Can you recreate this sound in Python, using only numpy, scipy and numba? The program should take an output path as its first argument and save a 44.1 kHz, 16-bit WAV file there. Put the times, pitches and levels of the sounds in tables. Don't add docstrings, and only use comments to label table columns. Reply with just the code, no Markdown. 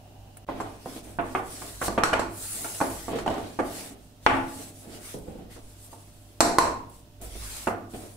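import sys
import numpy as np
from scipy import signal
from scipy.fft import rfft, irfft, next_fast_len
from scipy.io import wavfile
from scipy.ndimage import uniform_filter1d, map_coordinates
from numba import njit

SR = 44100
rng = np.random.default_rng(int(sys.argv[2]) if len(sys.argv) > 2 else 0)


def output_pcm(signal):
    pcm = np.clip(np.atleast_2d(signal).T, -1, 1) * 32767
    wavfile.write(sys.argv[1], SR, np.round(pcm).astype(np.int16))


N = 359856


def amp(db):
    return 10 ** (np.asarray(db) / 20)


def unit(x):
    return x / np.sqrt(np.mean(x ** 2) + 1e-20)


def along(points, hz):
    point_hz, values = np.transpose(points)
    return np.interp(np.log(hz + 1), np.log(point_hz + 1), values)


def wobble(rate):
    knots = rng.standard_normal(int(N * rate / SR) + 4)
    return map_coordinates(knots, [np.arange(N) * rate / SR])


def filtered(x, gain):
    n = x.shape[-1]
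    padded = next_fast_len(n + 8192)
    spectrum = rfft(x, padded) * gain(np.fft.rfftfreq(padded, 1 / SR))
    return irfft(spectrum, padded)[..., :n]


def coloured(x, spectrum, size=2048):
    cepstrum = irfft(np.log(amp(along(spectrum, np.fft.rfftfreq(size, 1 / SR)))))
    cepstrum[1:size // 2] *= 2
    cepstrum[size // 2 + 1:] = 0
    kernel = irfft(np.exp(rfft(cepstrum)))
    kernel /= np.linalg.norm(kernel)
    return signal.fftconvolve(x, kernel[None], axes=1)[:, :x.shape[1]]


# frequency in Hz, left-right likeness from 0 to 1.
LIKENESS = [(100, 0.95), (300, 0.86), (600, 0.64), (1200, 0.054), (4000, 0.015)]


def diffuse(pair):
    def mid_and_side_gain(hz):
        angle = np.arccos(np.clip(along(LIKENESS, hz), -1, 1)) / 2
        return np.array([np.cos(angle), np.sin(angle)])

    mid, side = filtered(pair, mid_and_side_gain)
    return np.array([mid + side, mid - side])


def rush(spectrum, spiky=0):
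    impacts = rng.standard_normal((2, N)) * np.exp(spiky * rng.standard_normal(N))
    return unit(diffuse(filtered(impacts, lambda hz: amp(along(spectrum, hz)))))


def add(track, s, sound):
    part = track[:, round(s * SR):][:, :sound.shape[1]]
    part += sound[:, :part.shape[1]]


def gestures(table, curve=1.5):
    t = np.arange(N) / SR
    power = np.zeros(N)
    for s, rise, fall, db in table:
        speed = np.sin(np.pi / 2 * np.interp(t, [s, s + rise, s + rise + fall], [0, 1, 0]))
        power += (amp(db) * speed ** curve) ** 2
    return np.sqrt(power)


# frequency in Hz, time to fall 60 dB in seconds.
KITCHEN = [(100, 0.92), (300, 0.58), (900, 0.5), (2500, 0.42), (6000, 0.36), (14000, 0.3)]


def kitchen(x, build_s=0.0007):
    hz, t, noise = signal.stft(rng.standard_normal((2, SR * 3 // 4)), SR, nperseg=256)
    decay = amp(-60 * t / along(KITCHEN, hz)[:, None])
    tail = diffuse(signal.istft(noise * decay, SR, nperseg=256)[1])
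    tail *= 1 - np.exp(-np.arange(tail.shape[1]) / SR / build_s)
    return signal.fftconvolve(x, tail / np.linalg.norm(tail[0]), axes=1)


# frequency in Hz, middle rms level in dB.
HUM = [(49.5, -64), (100, -54.5), (259, -65.5), (592, -67), (700, -82)]
# frequency in Hz, relative density in dB per Hz.
AIR = [(15, -37), (25, -14.5), (55, -18), (73, -26), (107, 3.5), (282, -8.5), (332, -5), (411, -24),
       (600, -33.5), (686, -13.5), (2310, -27.5), (2640, -20), (15600, -27)]
# frequency in Hz, relative density in dB per Hz.
WHIRR = [(150, 10), (300, -7), (550, 1), (760, 12.5), (1100, -9), (2200, -17), (2900, -3), (4000, -47),
         (14000, -32)]


def background(air_db=-57, whirr_db=-55.5, waver_db=2):
    t = np.arange(N) / SR
    hum = np.zeros(N)
    for hz, db in HUM:
        level = np.sqrt(2) * amp(db + waver_db * wobble(3.31))
        hum += level * np.sin(2 * np.pi * hz * t + 0.091 * wobble(6.2))
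    whirr = amp(whirr_db) * (t < DIP[0]) * rush(WHIRR)
    return hum + amp(air_db) * rush(AIR) + whirr


# start in seconds, loading in seconds, easing in seconds,
# level in dB before the shared trim.
LEANS = [ (0.5, 0.1, .18, -49), (1.05, .32, .18, -45), (1.68, 0.44, 0.24, -41), (2.85, .22, .38, -49),
         (3.58, 0.072, 0.085, -49), (4.24, 0.079, 0.16, -41), (5.54, 0.057, 0.11, -51),
         (6.4, 0.1, 0.28, -47), (7.17, 0.18, 0.28, -40), (7.6, 0.076, 0.3, -57)]
# frequency in Hz, relative density in dB per Hz.
ROCKING = [(15, 14), (30, 1.5), (55, 22), (75, -4), (130, 2.5), (250, -42), (600, -100)]


def rocking(rock_db=-2, rest_db=-55):
    return amp(rock_db) * (gestures(LEANS, curve=1.0) + amp(rest_db)) * rush(ROCKING)


# frequency in Hz, relative density in dB per Hz.
BOOM = [(40, -32), (66, -10), (85, -9), (100, 7), (125, -9), (190, -7.5), (300, -42.5)]


def booming(boom_db=-38, follows=0.46, attack_s=0.014, t60=1.0):
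    t = np.arange(N) / SR
    coarse_t = t[::64]
    power = np.zeros(len(coarse_t))
    for s, db, *_ in KNOCKS:
        age = np.maximum(coarse_t - s, 0)
        swell = (1 - np.exp(-age / attack_s)) * amp(-60 * age / t60)
        power += (amp(follows * db) * swell) ** 2
    return amp(boom_db) * np.interp(t, coarse_t, np.sqrt(power)) * rush(BOOM)


# time in seconds, level in dB before the shared trim.
TICKS = [(0.37, -34), (1.2114, -45), (5.187, -41.5), (6.8967, -41)]


def crumbs(tick_db=-6, t60=0.057):
    track, t = np.zeros((2, N)), np.arange(SR // 10) / SR
    colour = [(1000, -8.5), (6000, -24.0), (9500, -3.0), (12500, -17.0), (15500, -11.5)]  # (Hz, dB)
    for s, db in TICKS:
        snap = rng.standard_normal((2, len(t))) * amp(db + tick_db - 60 * t / t60)
        add(track, s, coloured(snap, colour))
    return track


# time in seconds, peak in dB before the shared trim.
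PATS = [(4.871, -35), (4.895, -39.5), (4.953, -35.5), (5.142, -25.5), (5.165, -38), (5.277, -26.5),
        (5.352, -34.5), (5.386, -34), (7.943, -29.5)]
# frequency in Hz, relative density in dB per Hz.
PAT = [(50, 1.5), (120, -2), (200, 1.5), (330, 2.5), (520, -1), (760, -4), (1000, -19), (2000, -38),
       (6000, -43)]


def pats(pat_db=-1, t60=0.076):
    track, t = np.zeros((2, N)), np.arange(SR // 8) / SR
    for s, db in PATS:
        burst = diffuse(rng.standard_normal((2, len(t)))) * amp(-60 * t / t60)
        thump = coloured(burst, PAT)
        thump *= amp(db + pat_db) / np.abs(thump).max()
        add(track, s, thump)
        add(track, s, kitchen(thump))
    return track


def scrape(spectrum, patchy_db=2.9, grit_db=-8, grit_per_s=500):
    bins = signal.stft(rush(spectrum, spiky=0.067), nperseg=512)[2]
    patches = uniform_filter1d(rng.standard_normal(bins.shape[1:]), size=4, axis=0)
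    patches = unit(uniform_filter1d(patches, size=10, axis=1))
    hiss = unit(signal.istft(bins * amp(patchy_db * patches), nperseg=512)[1][:, :N])
    grains = rng.standard_normal((2, N)) * (rng.random(N) < grit_per_s / SR)
    return hiss + amp(grit_db) * unit(coloured(grains, spectrum))


# start in seconds, speeding up in seconds,
# slowing down in seconds, level in dB before trims, coarse drag against fine hiss in dB before trims.
SWEEPS = [ (0.521, 0.092, 0.53, -60, 2), (0.78, 0.19, 0.069, -49, 3), (1.02, 0.02, 0.24, -54.5, -3),
          (1.18, 0.19, 0.067, -52.5, 3), (1.39, 0.2, 0.38, -44, -1), (1.791, 0.081, 0.017, -32.5, -2),
          (1.74, 0.15, 0.14, -49, 3), (2.269, 0.28, 0.48, -36, -6.5), (2.62, 0.32, 0.25, -43, -0.5),
          (3.15, 0.026, 0.083, -52, 4), (3.3, 0.15, 0.24, -55, 4), (3.59, 0.19, 0.19, -43.5, 1),
          (3.9, 0.15, 0.11, -65.5, -1), (4.2, 0.088, 0.42, -54, 3), (4.42, 0.19, 0.15, -45, -1.5),
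          (4.72, 0.052, 0.22, -52.5, -4.5), (4.87, 0.09, 0.056, -50, 3), (4.97, .12, 0.13, -45, 0),
          (5.12, 0.096, 0.3, -60.5, -3), (5.49, 0.037, 0.1, -54.5, 4), (5.549, 0.16, 1.0, -58.5, -1),
          (5.77, 0.078, 0.067, -51, -14), (5.9, 0.023, 0.051, -53, -3.5), (6.87, 0.09, 0.11, -59, -6),
          (7.211, 0.008, 0.11, -45, -7), (7.2, 0.37, 0.19, -41.5, 1), (7.881, 0.068, 0.3, -50, -5)]
# frequency in Hz, relative density in dB per Hz.
FLOUR = [(1500, -38), (4000, -12.5), (6000, -9), (8000, -0.5), (9800, -0.5), (12500, -8), (15600, -10)]
# frequency in Hz, relative density in dB per Hz.
DRAG = [(300, -7), (800, -6.5), (1400, -4.5), (2500, -4), (4000, -4.5), (6000, -5), (9000, -16),
        (15600, -43)]


def sliding(hiss_db=0.74, drag_db=-3.0, flutter_db=0.76, curve=1.39):
    fine = gestures([row[:-1] for row in SWEEPS], curve)
    coarse = gestures([(*timing, db + coarse_db) for *timing, db, coarse_db in SWEEPS], curve)
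    hiss = amp(hiss_db) * fine * scrape(FLOUR)
    drag = amp(drag_db) * coarse * scrape(DRAG)
    return amp(flutter_db * wobble(45)) * (hiss + drag)


# start in seconds, speeding up in seconds,
# slowing down in seconds, level in dB before the shared trim.
ROLLS = [ (0.474, 0.0096, 0.38, -41), (0.96, 0.0051, 0.03, -39), (1.03, 0.036, 0.11, -47),
         (1.46, 0.2, 0.059, -47), (2.5, 0.14, 0.037, -44.5), (3.05, 0.093, 0.085, -32),
         (3.255, 0.016, 0.29, -33), (3.7, 0.064, 0.29, -46), (4.55, 0.038, 0.18, -48.5),
         (4.8, 0.055, 0.27, -50), (5.22, 0.03, 0.29, -53.5), (5.555, 0.0072, 0.054, -48.5),
         (7.2, 0.025, 0.067, -43.5), (7.35, 0.0071, 0.018, -40.5), (7.93, 0.011, 0.23, -44.5)]
# frequency in Hz, relative density in dB per Hz.
TRUNDLE = [(50, -15), (100, -22), (150, -6), (200, -1), (290, 1), (400, -0.5), (550, -6.5), (720, -3.5),
           (1000, -15.5), (1500, -17), (3500, -21), (7000, -38)]


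def rolling(roll_db=-2, bump_db=2, room_db=-2, creep_db=-62):
    push = gestures(ROLLS, curve=1.92) + amp(creep_db)
    surface = unit(amp(bump_db * wobble(35)) * rush(TRUNDLE, spiky=0.67))
    bumps = amp(roll_db) * push * surface
    return bumps + amp(room_db) * kitchen(bumps)[:, :N]


def modes(table, t, scatter_db=2.0, side_turn=1.0):
    hz, db, t60 = np.transpose(table)[:, :, None]
    strength = amp(db + scatter_db * rng.standard_normal(hz.shape) - 60 * t / t60)
    phase = side_turn * hz / 1000 * rng.standard_normal((2, len(hz), 1))
    detune = 1 + 0.0056 * rng.standard_normal(hz.shape)
    return (strength * np.sin(2 * np.pi * hz * detune * t + phase)).sum(1)


def chatter(rebound, rebound_s=0.0026, graze=0.56, count=5):
    delays = np.r_[0, np.cumsum(rebound_s * rng.uniform(0.3, 1.7, count))]
    sizes = np.clip(rebound, 0, 1) ** np.arange(count + 1)
    sizes[0] -= graze * sizes[2]
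    return np.bincount(np.round(delays * SR).astype(int), sizes / np.linalg.norm(sizes))[None]


def scattering(straight, straight_hz, t60):
    t = np.arange(SR // 12) / SR
    share = np.clip(straight, 0, 1)
    waves = diffuse(rng.standard_normal((2, len(t)))) * amp(-60 * t / t60)
    lowpass = signal.butter(1, min(straight_hz, SR / 3), fs=SR)
    front = signal.lfilter(*lowpass, 1. * (t == 0))
    return np.sqrt(share) * front + np.sqrt(1 - share) * waves / np.linalg.norm(waves[0])


# frequency in Hz, relative density in dB per Hz.
CRACK = [(1200, -33), (2300, -12.5), (3200, -12.5), (4250, 3.5), (5000, -1), (5800, -1), (7700, -1.5),
         (10000, -4), (13000, -12.5), (16000, -40)]
# frequency in Hz, relative level in dB, time to fall 60 dB in seconds.
PIN_TOP = [(4140, -6, 0.036), (4350, -2, 0.04), (5460, 3, 0.042), (6060, -15, 0.09), (7060, 1, 0.079),
           (7570, 2, 0.07), (7820, 0.5, 0.05), (8740, 2.5, 0.061)]


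def crack(push, t, snap_db=13.5, top_db=-22, mirror_s=0.000506, mirror=0.24):
    snap = amp(snap_db) * coloured(push, CRACK) + amp(top_db) * modes(PIN_TOP, t)
    return filtered(snap, lambda hz: 1 + mirror * np.exp(-2j * np.pi * hz * mirror_s))


# frequency in Hz, relative density in dB per Hz.
THUD = [(60, -15), (150, -2.5), (280, 6.5), (450, 1.5), (800, 2), (1500, -2), (2500, -4), (3500, -8.5),
        (8000, -46), (16000, -82)]
# frequency in Hz, relative level in dB,
# time to fall 60 dB in seconds.
BOARD = [(266.9, -12, 0.39), (338, -13.5, 0.38), (384.8, -9, 0.16), (482.7, -11.5, 0.22), (689.6, -9, 0.22),
         (860, -9, 0.23), (1155, 2, 0.044), (1483, 0, 0.045), (1800, -10, 0.02)]
# frequency in Hz, relative level in dB,
# time to fall 60 dB in seconds.
PIN = [(790, -5, .06), (905, 0, .09), (1040, 0, .09), (1190, -4, .05), (1320, -5, .025), (1530, -8, .025)]


def knock(lower_hz, upper_hz, spot_db, bright_hz, low_hz, crack_db, pin_db,
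          board_db=-15.5, push_db=17.5, spot_cycles=65):
    t = np.arange(SR // 2) / SR
    push = np.array([t == 0, t == 0], float)
    ring = amp(board_db) * (modes(BOARD, t) + amp(pin_db) * modes(PIN, t))
    spot_modes = [(hz, 0, spot_cycles / hz) for hz in (lower_hz, upper_hz)]
    ring += amp(spot_db - 4.5) * modes(spot_modes, t)
    contact = signal.butter(2, min(bright_hz, SR / 3), fs=SR)
    spot = signal.butter(1, low_hz, "highpass", fs=SR)
    thud = signal.lfilter(*contact, amp(push_db) * coloured(push, THUD))
    thud = signal.lfilter(*spot, thud)
    return thud, signal.lfilter(*contact, ring), amp(crack_db) * crack(push, t)


# time in seconds, blow in dB, lower and upper ring at that spot in Hz,
# their level in dB before a trim, contact brightness (lowpass) in Hz, low end of the thud (highpass)
# in Hz, crack in dB against the blow, ring of the pin in dB against that of the board,
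# rebound share from 0 to 1.
KNOCKS = [ (0.488, -21.5, 606, 740, -10.5, 1070, 130, -26, 0, 0.87),
          (0.602, -25, 780, 1140, -7, 1520, 150, -10.5, 5, 0.9),
          (0.859, -25, 275.7, 770, -8.5, 706, 130, -40, 2, 0.68),
          (1.187, -14.5, 278, 682, -13.5, 1590, 220, -50, -12, 1),
          (1.35, -15.5, 775, 1214, -9.5, 1900, 282, -27, -23, 0.83),
          (1.62, -34.5, 780, 1300, -17, 2260, 200, -22, 2, 0.59),
          (1.815, -17.5, 760, 1100, -11, 1680, 350, -44, -14, 1),
          (1.882, -16.5, 197, 773, -9, 1050, 100, -10, -24, 0.2),
          (1.978, -12, 676, 1220, -11, 2030, 200, -21, -8, 0.99),
          (2.036, -11, 1297, 1455, -3.5, 2670, 753, -3, 1, 0.43),
          (2.130, -8.5, 895, 1407, -9, 2600, 517, -16, -20, 1),
          (2.194, -15.5, 860, 1140, -25, 1480, 149, -8, -20, 0.53),
          (2.646, -27, 686, 1400, -3.5, 1900, 400, -24, -8, 0.89),
          (2.804, -20.5, 864, 1150, -22, 1516, 400, -26, -18, 0.66),
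          (2.813, -10.5, 670, 903, -14.5, 1140, 298, -19.5, -9, 0.73),
          (3.082, -21.5, 680, 1140, -6, 795, 250, -19, -9, 0.78),
          (3.133, -24.5, 454, 677, -2.5, 775, 200, -24, -9, 0.53),
          (3.158, -28, 475, 1170, -2, 890, 193, -10, -16, 0),
          (3.187, -27.5, 3000, 3940, -13, 2600, 300, -5, -20, 0.7),
          (3.203, -37, 490, 3080, -10, 2400, 300, -15, -17, 0.22),
          (3.262, -19.5, 773, 4200, 0, 950, 220, -17, -6, 0.77),
          (3.278, -16, 2960, 4050, 10, 1010, 300, -17.5, 1.5, 0.74),
          (3.303, -22.5, 678, 3700, 0.5, 845, 300, -15, -2, 0.49),
          (3.341, -27.5, 690, 2900, -16, 900, 400, -11, 7, 0.3),
          (3.381, -27.5, 464, 1160, -10, 900, 400, -12, 3, 0.64),
          (3.589, -11, 715, 870, -14, 1070, 173, -25, -33, 1),
          (4.264, 2, 860, 1395, -12.5, 2310, 950, -23, -19, 0.59),
          (5.564, -36, 663, 915, -21, 950, 152, -12, -13, 0.97),
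          (5.928, -36, 920, 1080, -12, 860, 252, -12, 3, 1),
          (6.4056, -2.5, 803, 1650, -12, 1540, 237, 0, 2, 0.69),
          (6.585, -5.5, 958, 1066, -1, 1770, 423, -2.5, -3.5, 0.58),
          (7.671, -11, 764, 1160, -13.5, 1330, 220, -23, -11, 0.95)]


def knocks(thud_db=2.0, ring_db=2.5, ring_room_db=-1.0):
    track = np.zeros((2, N))
    for s, db, *contact, rebound in KNOCKS:
        thud, ring, click = amp(db) * np.array(knock(*contact))
        thud_path = scattering(straight=0.37, straight_hz=3500, t60=0.019)
        click_path = scattering(straight=0.21, straight_hz=10730, t60=0.016)
        direct = amp(thud_db) * signal.fftconvolve(thud, thud_path, axes=1)
        direct += signal.fftconvolve(click, click_path, axes=1)
        add(track, s, signal.fftconvolve(direct, chatter(rebound), axes=1))
        add(track, s, amp(ring_db) * ring)
        add(track, s, kitchen(thud + click + amp(ring_room_db) * ring))
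    return track


def scene(right_db=0.84):
    wood = background() + rocking() + booming() + pats() + rolling() + knocks()
    return wood * amp([[-right_db], [right_db]]) + crumbs() + sliding()


@njit
def follower(excess, attack, release):
    out, held = np.zeros(len(excess)), 0.0
    for i in range(len(excess)):
        held += (excess[i] - held) * (attack if excess[i] > held else release)
        out[i] = held
    return out


# start in seconds, end in seconds.
DIP = (0.448, 0.467)


def record(dry, threshold_db=-13, attack_s=0.0028, release_s=0.037, ceiling=0.89, top_hz=15700):
    t = np.arange(N) / SR
    level_db = 20 * np.log10(np.abs(dry).max(0) + 1e-9)
    excess_db = np.maximum(level_db - threshold_db, 0)
    x = dry * amp(-follower(excess_db, 1 / (attack_s * SR), 1 / (release_s * SR)))
    x = x / (1 + (x / ceiling) ** 4) ** (1 / 4)
    x = x * amp(-18 * ((t > DIP[0]) & (t < DIP[1])))
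    return filtered(x, lambda hz: hz < top_hz)


dry = scene()
out = record(dry)
output_pcm(out)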